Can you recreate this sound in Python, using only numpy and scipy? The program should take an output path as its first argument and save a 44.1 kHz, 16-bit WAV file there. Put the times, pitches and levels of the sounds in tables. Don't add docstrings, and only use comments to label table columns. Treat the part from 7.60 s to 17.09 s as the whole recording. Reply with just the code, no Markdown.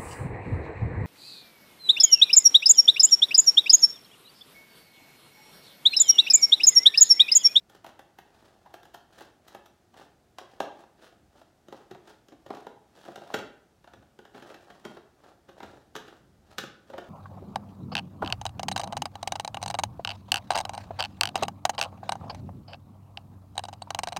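import sys
import numpy as np
from scipy import signal
from scipy.fft import rfft, irfft, next_fast_len
from scipy.io import wavfile

SR = 44100
rng = np.random.default_rng(int(sys.argv[2]) if len(sys.argv) > 2 else 0)


def to_wav(sig):
    pcm = np.clip(np.atleast_2d(sig), -1, 1) * 32767
    pcm = np.round(pcm).astype(np.int16)
    wavfile.write(sys.argv[1], SR, pcm.T)


N = 418509

# f/Hz, relative density/dB per Hz
AIR_SPECTRUM = [(15, -48.5), (25, -14), (64, -3.5), (141, -4.5), (293, -7.5), (354, -6), (476, -13.5),
                (734, -10), (1020, -20), (1370, -18.5), (2280, -25.5), (5880, -28), (16000, -38)]
# t/s, build-up/s, level/dB, shell flex/dB re level, sharpness/dB
SHEET_SNAPS = [(.095, 0.0046, -63.5, -2, -4.5), (.1482, 0.0018, -62.5, 0.5, -11),
               (.244, 0.0019, -48, -9, -18), (.264, 0.0025, -51, -4.5, -11.5),
               (.3914, 0.0029, -51, -5.5, -15.5), (.585, 0.0039, -50.5, -7.5, -14),
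               (.824, 0.0019, -65.5, 4, -17), (1.057, 0.0072, -52, -16, -28.5),
               (1.1401, 0.0015, -47.5, -6, -14.5), (1.2311, 0.0017, -61.5, -14, -8),
               (1.2534, .0006, -58.5, -12, -11.5), (1.341, 0.0058, -48, -10, -12),
               (1.606, 0.0031, -53, -2, -13), (1.8771, 0.0061, -60.5, -11, -1),
               (1.9469, 0.0028, -46.5, -4.5, -17.5), (2.0569, 0.0042, -62, -5, -5),
               (2.3401, 0.0036, -59.5, -7, -14), (2.411, 0.0023, -52.5, -4.5, -22),
               (2.7847, .0008, -45.5, -10.5, -8.5), (2.8122, 0.0028, -59.5, 9, -15),
               (3.0034, .0005, -30.5, -2, -18), (3.2365, .002, -56.5, -9, -22),
               (3.5249, 0.0016, -61, -1.5, -22), (3.8145, .0011, -56.5, -7, -19),
               (4.0834, .002, -60, 8, -6.5), (4.1257, 0.00063, -47.5, 3, -18),
               (4.3099, 0.0037, -51, 6.5, -12.5), (4.349, 0.00037, -51.5, -3, -21),
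               (4.6852, .0005, -71, 10.5, 5.5), (4.7202, 0.0054, -58, 7.5, -17),
               (4.8618, .003, -56, 6, -11.5), (4.9045, 0.00119, -38.5, 1, -27), (4.949, .0015, -56, -2, -8),
               (4.9691, 0.0022, -52, -18, -17), (5.0673, 0.0024, -44, 0, -22), (5.452, .001, -57, -6, -11),
               (5.4828, 0.0026, -45.5, 2, -27), (5.5579, 0.00096, -47.5, -3, -9.5),
               (5.5777, .0005, -52, 5, -25), (5.6188, .0004, -50.5, -5, -23),
               (5.7017, 0.0016, -44.5, -15, -27), (5.7401, .003, -35, 2.5, -8),
               (5.7878, 0.0014, -50, 5, -5.5), (6.2427, 0.0006, -62.5, 1, -13),
               (6.275, .001, -54.5, -12, -20), (6.3348, .0027, -58.5, 3, -10.5),
               (6.4248, 0.0018, -62, -12, -20), (6.5901, .00075, -56.5, 5.5, -12.5),
               (6.652, 0.00095, -57, -2, -13), (6.746, 0.0034, -51, 2.5, -21), (6.777, 0.0036, -55, 1, -16),
               (6.822, 0.0048, -55, 4.5, -10), (6.8981, .008, -52, 0.5, -17),
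               (6.9427, 0.0015, -55.5, 1, -8), (7.1, 0.0055, -55, -1, -14), (7.2501, 0.0022, -52, 8, -3.5),
               (7.258, .0003, -52, 11.5, -32), (7.368, 0.0032, -52, 3, -19),
               (7.641, .0013, -62.5, -2, -16.5), (7.8864, 0.0069, -57.5, 6, -11),
               (8.003, .0017, -47.5, -4, -21), (8.0279, 0.0051, -48.5, 0, -13),
               (8.134, 0.00095, -60.5, 5.5, -31), (8.3529, 0.0016, -46.5, 1, -7),
               (8.3632, 0.00096, -54.5, 7, 6), (8.4796, .0028, -58, 2.5, -8.5),
               (8.9835, .0006, -43.5, 0.5, 3.5), (9.0367, 0.0019, -53.5, 9, -3),
               (9.2992, 0.0032, -57, 10.5, -13), (9.333, 0.0061, -45, 3, -26),
               (9.3805, 0.0019, -42, 0, -18)]
# f/Hz, width/Hz, relative level/dB; only those inside a register sound
PACK_MODES = [(141, 38, -18), (215.4, 13.5, -9.5), (260.7, 53, -7.5), (351.6, 46, 3), (416, 74, -1),
              (534.8, 33, 5), (728, 90, 3.5), (794, 57, 4.5), (928, 31, -3), (1180, 120, -2),
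              (1410, 130, -2.5), (1435, 790, 8.5), (1826, 130, 1), (2720, 210, -8), (3060, 1200, 3.5),
              (3725, 200, -7.5), (5070, 1500, -7), (5940, 1840, -1.5), (8330, 1100, -8.5),
              (13100, 4600, -10)]
# low f/Hz, high f/Hz, crumble time constant of an instant break/s, gain/dB, share of the sharpness
MODE_REGISTERS = [(119, 535, 0.0045, 1.63, 0.078), (590, 990, 0.003, 0.37, 0),
                  (1127, 1816, 0.0059, 2, 0.51), (2560, 4240, 0.0044, 0.98, .75),
                  (4800, 8100, 0.0055, -1.85, 0.97), (9000, 15100, 0.0046, -10.5, 0.89)]
# f/Hz, t60/s
REVERBERATION_TIME = [(100, 0.32), (300, 0.53), (800, 0.54), (2000, 0.5), (5000, 0.39), (13000, 0.21)]
# f/Hz, level/dB
ECHO_LEVEL = [(100, 2), (350, -2), (800, -4.5), (1600, -3), (3200, -2), (7000, -4.5), (14000, -6.5)]
# f/Hz, relative density/dB per Hz
FRICTION_SPECTRUM = [(88, -45.5), (150, -15), (222, -9.5), (334, -3.5), (439, -5), (637, -2), (805, -3.5),
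                     (1060, -12.5), (1210, -9.5), (1900, -18), (2140, -28), (3220, -25.5), (4240, -28.5),
                     (14800, -46), (16000, -35)]
# middle t/s, half length/s, stroke level/dB
OPENING_STROKES = [(.145, .035, -60.5), (.82, 0.19, -63.5), (1.6, .085, -55), (2.4, 0.05, -53.5),
                   (3.44, 0.053, -54.5), (4.49, 0.042, -52.5), (5.45, 0.12, -54.5)]
# middle t/s, half length/s, stroke level/dB
SQUEEZE_STROKES = [(0.286, .025, -51), (1.17, .15, -62), (1.904, .06, -56), (2.927, .075, -60),
                   (3.19, .04, -54.5), (3.78, 0.04, -57), (4.168, .07, -53), (4.96, .1, -53),
                   (5.711, .14, -51), (6.765, .03, -53), (6.871, .07, -54), (7.1, .3, -58.5),
                   (7.32, .06, -56.5), (7.658, .07, -59), (8.076, .13, -54), (8.498, .1, -57),
                   (8.913, .05, -56), (9.38, .12, -56)]
# middle t/s, half length/s, rumble level/dB
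HAND_PRESSES = [(3.638, 0.057, -63), (5.78, .1, -62), (6.39, 0.088, -59), (7.1, .35, -73),
                (8.08, 0.16, -60.5), (8.695, 0.53, -62.5), (9.4, .17, -60.5)]

AIR_DB = -65.5
FIRST_BITES_S, FIRST_BITES_TOP_DB = 2.3, 6.5
SECOND_CUT_S, SECOND_CUT_CRACK_DB = 5.72, 4
HARD_SNAP_DB, STIFF_HZ, STIFF_DB_PER_OCT = -47, 350, 1.1
SQUEEZE_HISS_DB, OPENING_HISS_DB = -9, -4.5
CRUMB_DB, CRUMB_SPREAD_DB, CRUMB_BUILD_S = -8, 2, .0015
CRUMB_FLEX_DB, CRUMB_SHARP_DB = -4.5, -17
CUTOFF_HZ = 15800


def from_db(db):
    return 10 ** (np.asarray(db) / 20)


def rms_one(x):
    return x / np.sqrt(np.mean(x ** 2) + 1e-20)


def at_hz(points, hz):
    f, value = np.transpose(points)
    return np.interp(np.log(np.maximum(hz, 1)), np.log(f), value)


def band(x, low_hz, high_hz):
    sos = signal.butter(2, [low_hz, high_hz], "band", fs=SR, output="sos")
    return signal.sosfilt(sos, x)


def colour(x, spectrum):
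    size = next_fast_len(N)
    gain = from_db(at_hz(spectrum, np.fft.rfftfreq(size, 1 / SR)))
    return irfft(rfft(x, size) * gain, size)[:N]


def resonate(x, hz, width_hz):
    r = np.exp(-np.pi * width_hz / SR)
    numerator = np.array([1, 0, -1]) * (1 - r * r) / 2
    denominator = [1, -2 * r * np.cos(2 * np.pi * hz / SR), r * r]
    return signal.lfilter(numerator, denominator, x + 1e-18)


def grains(shape, per_s, spread_db):
    chance, size, sign = np.moveaxis(rng.random(shape + (3,)), -1, 0)
    height = from_db(-spread_db * np.log(np.maximum(size, .01)))
    return (chance < per_s / SR) * height * np.sign(sign - .5)


def swells(middle, half_length, level_db, edge_db=-11.0, roundness=1.7):
    t = np.arange(0, N, 32)[:, None] / SR
    stroke_db = level_db + edge_db * np.abs((t - middle) / half_length) ** roundness
    gain = from_db(stroke_db).sum(axis=1)
    return np.interp(np.arange(N) / SR, t[:, 0], gain)


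def room_air():
    return from_db(AIR_DB) * rms_one(colour(rng.standard_normal(N), AIR_SPECTRUM))


def snaps(rows, first_crack=7.2, sudden_s=0.0017, linger=0.25, mode_spread_db=2.0, level_span_s=0.018,
          lead_s=0.001003, sheet_db=-21.5, strain_db=-12.0, strain_s=0.0042):
    start, build, level_db, flex_db, sharp_db = np.transpose(rows)
    crack_db = SECOND_CUT_CRACK_DB * (start > SECOND_CUT_S)
    top_db = FIRST_BITES_TOP_DB * (start < FIRST_BITES_S)
    shell_dbs = (flex_db, 0, crack_db, crack_db / 2, 0, top_db)
    stiff_db = STIFF_DB_PER_OCT * np.maximum(level_db - HARD_SNAP_DB, 0)[:, None]

    before = SR // 50
    t = np.arange(-before, SR // 10) / SR
    build = build[:, None]
    crumble = rms_one(grains((len(start), len(t)), per_s=9000, spread_db=3.0))
    slowness = build / (build + sudden_s)
    strain = from_db(strain_db) * np.exp(-np.abs(t) / strain_s) * slowness
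    first = np.round((start - lead_s) * SR).astype(int) - before
    snap_number = np.arange(len(start))
    break_at = before + (build[:, 0] * SR).astype(int)
    out = np.zeros(N + len(t))

    for (low, high, fade_s, gain_db, share), shell_db in zip(MODE_REGISTERS, shell_dbs):
        dying = np.exp(-np.maximum(t - build, 0) / (fade_s + linger * build))
        force = crumble * (strain + np.clip(t / build, 0, 1) * dying)
        force[snap_number, break_at] += first_crack / (1 + build[:, 0] / sudden_s)
        rung = 0
        for hz, width, db in PACK_MODES:
            if low <= hz < high:
                favour_db = mode_spread_db * rng.standard_normal((len(start), 1))
                grip_db = stiff_db * min(np.log2(hz / STIFF_HZ), 0)
                rung = rung + from_db(db + grip_db + favour_db) * resonate(force, hz, width)
        rung = band(rung + from_db(sheet_db) * force, low, high)
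        rung /= np.sqrt(np.sum(rung ** 2, axis=1, keepdims=True) / (level_span_s * SR))
        gain = from_db(level_db + share * sharp_db + shell_db + gain_db)
        for i, sound in zip(first, rung * gain[:, None]):
            out[i:i + len(t)] += sound
    return out[:N]


def echo_tail(first_wall_s=0.005, build_s=0.0024):
    t = np.arange(SR * 3 // 4) / SR
    edges = np.geomspace(70, 17000, 15)
    white = rng.standard_normal((2, len(t)))
    tail = 0
    onset = np.clip((t - first_wall_s) / build_s, 0, 1)
    for k, (low, high) in enumerate(zip(edges, edges[1:])):
        hz = np.sqrt(low * high)
        decay = np.exp(-np.log(1000) * t / at_hz(REVERBERATION_TIME, hz))
        echoes = band(white[k % 2], low, high) * onset * decay
        bandwidth_gain = np.sqrt(2 * (high - low) / SR / np.sum(echoes ** 2))
        tail = tail + from_db(at_hz(ECHO_LEVEL, hz)) * echoes * bandwidth_gain
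    return tail


def room(x, count=6, weights_per_s=30):
    knots = rng.standard_normal((count, N // 100))
    position = np.arange(N) / SR * weights_per_s
    share = np.array([np.interp(position, np.arange(len(row)), row) for row in knots])
    share /= np.sqrt(np.sum(share ** 2, axis=0))
    return sum(signal.fftconvolve(x * part, echo_tail())[:N] for part in share)


def slides(strokes, body_db, hiss_db, slips_per_s, catch_db, split_hz=2200, catches_per_s=130):
    knots = rng.standard_normal(N // 100)
    catch = np.interp(np.arange(N) / SR * catches_per_s, np.arange(len(knots)), knots)
    grip = from_db(catch_db * catch)
    coarse_slips = grip * grains((N,), per_s=slips_per_s, spread_db=4.0)
    fine_slips = grip * grains((N,), per_s=2600, spread_db=3.0)
    coarse = band(colour(coarse_slips, FRICTION_SPECTRUM), 120, split_hz)
    fine = band(colour(fine_slips, FRICTION_SPECTRUM), split_hz, 15000)
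    friction = from_db(body_db) * rms_one(coarse) + from_db(hiss_db) * rms_one(fine)
    return friction * swells(*np.transpose(strokes))


def crumbs(count=16):
    effort = swells(*np.transpose(SQUEEZE_STROKES))
    when, size, speed = rng.random((count, 3)).T
    portion = (np.arange(count) + when) / count
    at = np.searchsorted(np.cumsum(effort) / np.sum(effort), portion).clip(0, N - 1)
    build = CRUMB_BUILD_S * (.5 + speed)
    level_db = 20 * np.log10(effort[at]) + CRUMB_DB + CRUMB_SPREAD_DB * (size - .5)
    crumb_colour = np.full((count, 2), [CRUMB_FLEX_DB, CRUMB_SHARP_DB])
    return np.c_[at / SR, build, level_db, crumb_colour]


def handling(table_hz=80, table_width_hz=14, table_db=3):
    rumble = band(band(rng.standard_normal(N), 38, 270), 34, 450)
    rumble = rumble + from_db(table_db) * resonate(rumble, table_hz, table_width_hz)
    return rms_one(rumble) * swells(*np.transpose(HAND_PRESSES))


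def scene():
    air = room_air()
    snapping = snaps(np.vstack([SHEET_SNAPS, crumbs()]))
    opening = slides(OPENING_STROKES, body_db=-1.0, hiss_db=OPENING_HISS_DB, slips_per_s=330, catch_db=3.8)
    squeezing = slides(SQUEEZE_STROKES, body_db=-1.5, hiss_db=SQUEEZE_HISS_DB, slips_per_s=260, catch_db=4.0)
    cutting = snapping + squeezing + opening
    return (cutting + room(cutting) + handling() + air)[None]


def record(dry):
    thin = signal.sosfilt(signal.butter(4, 34, "high", fs=SR, output="sos"), dry)
    return signal.sosfilt(signal.ellip(12, .1, 80, CUTOFF_HZ, fs=SR, output="sos"), thin)


dry = scene()
out = record(dry)
to_wav(out)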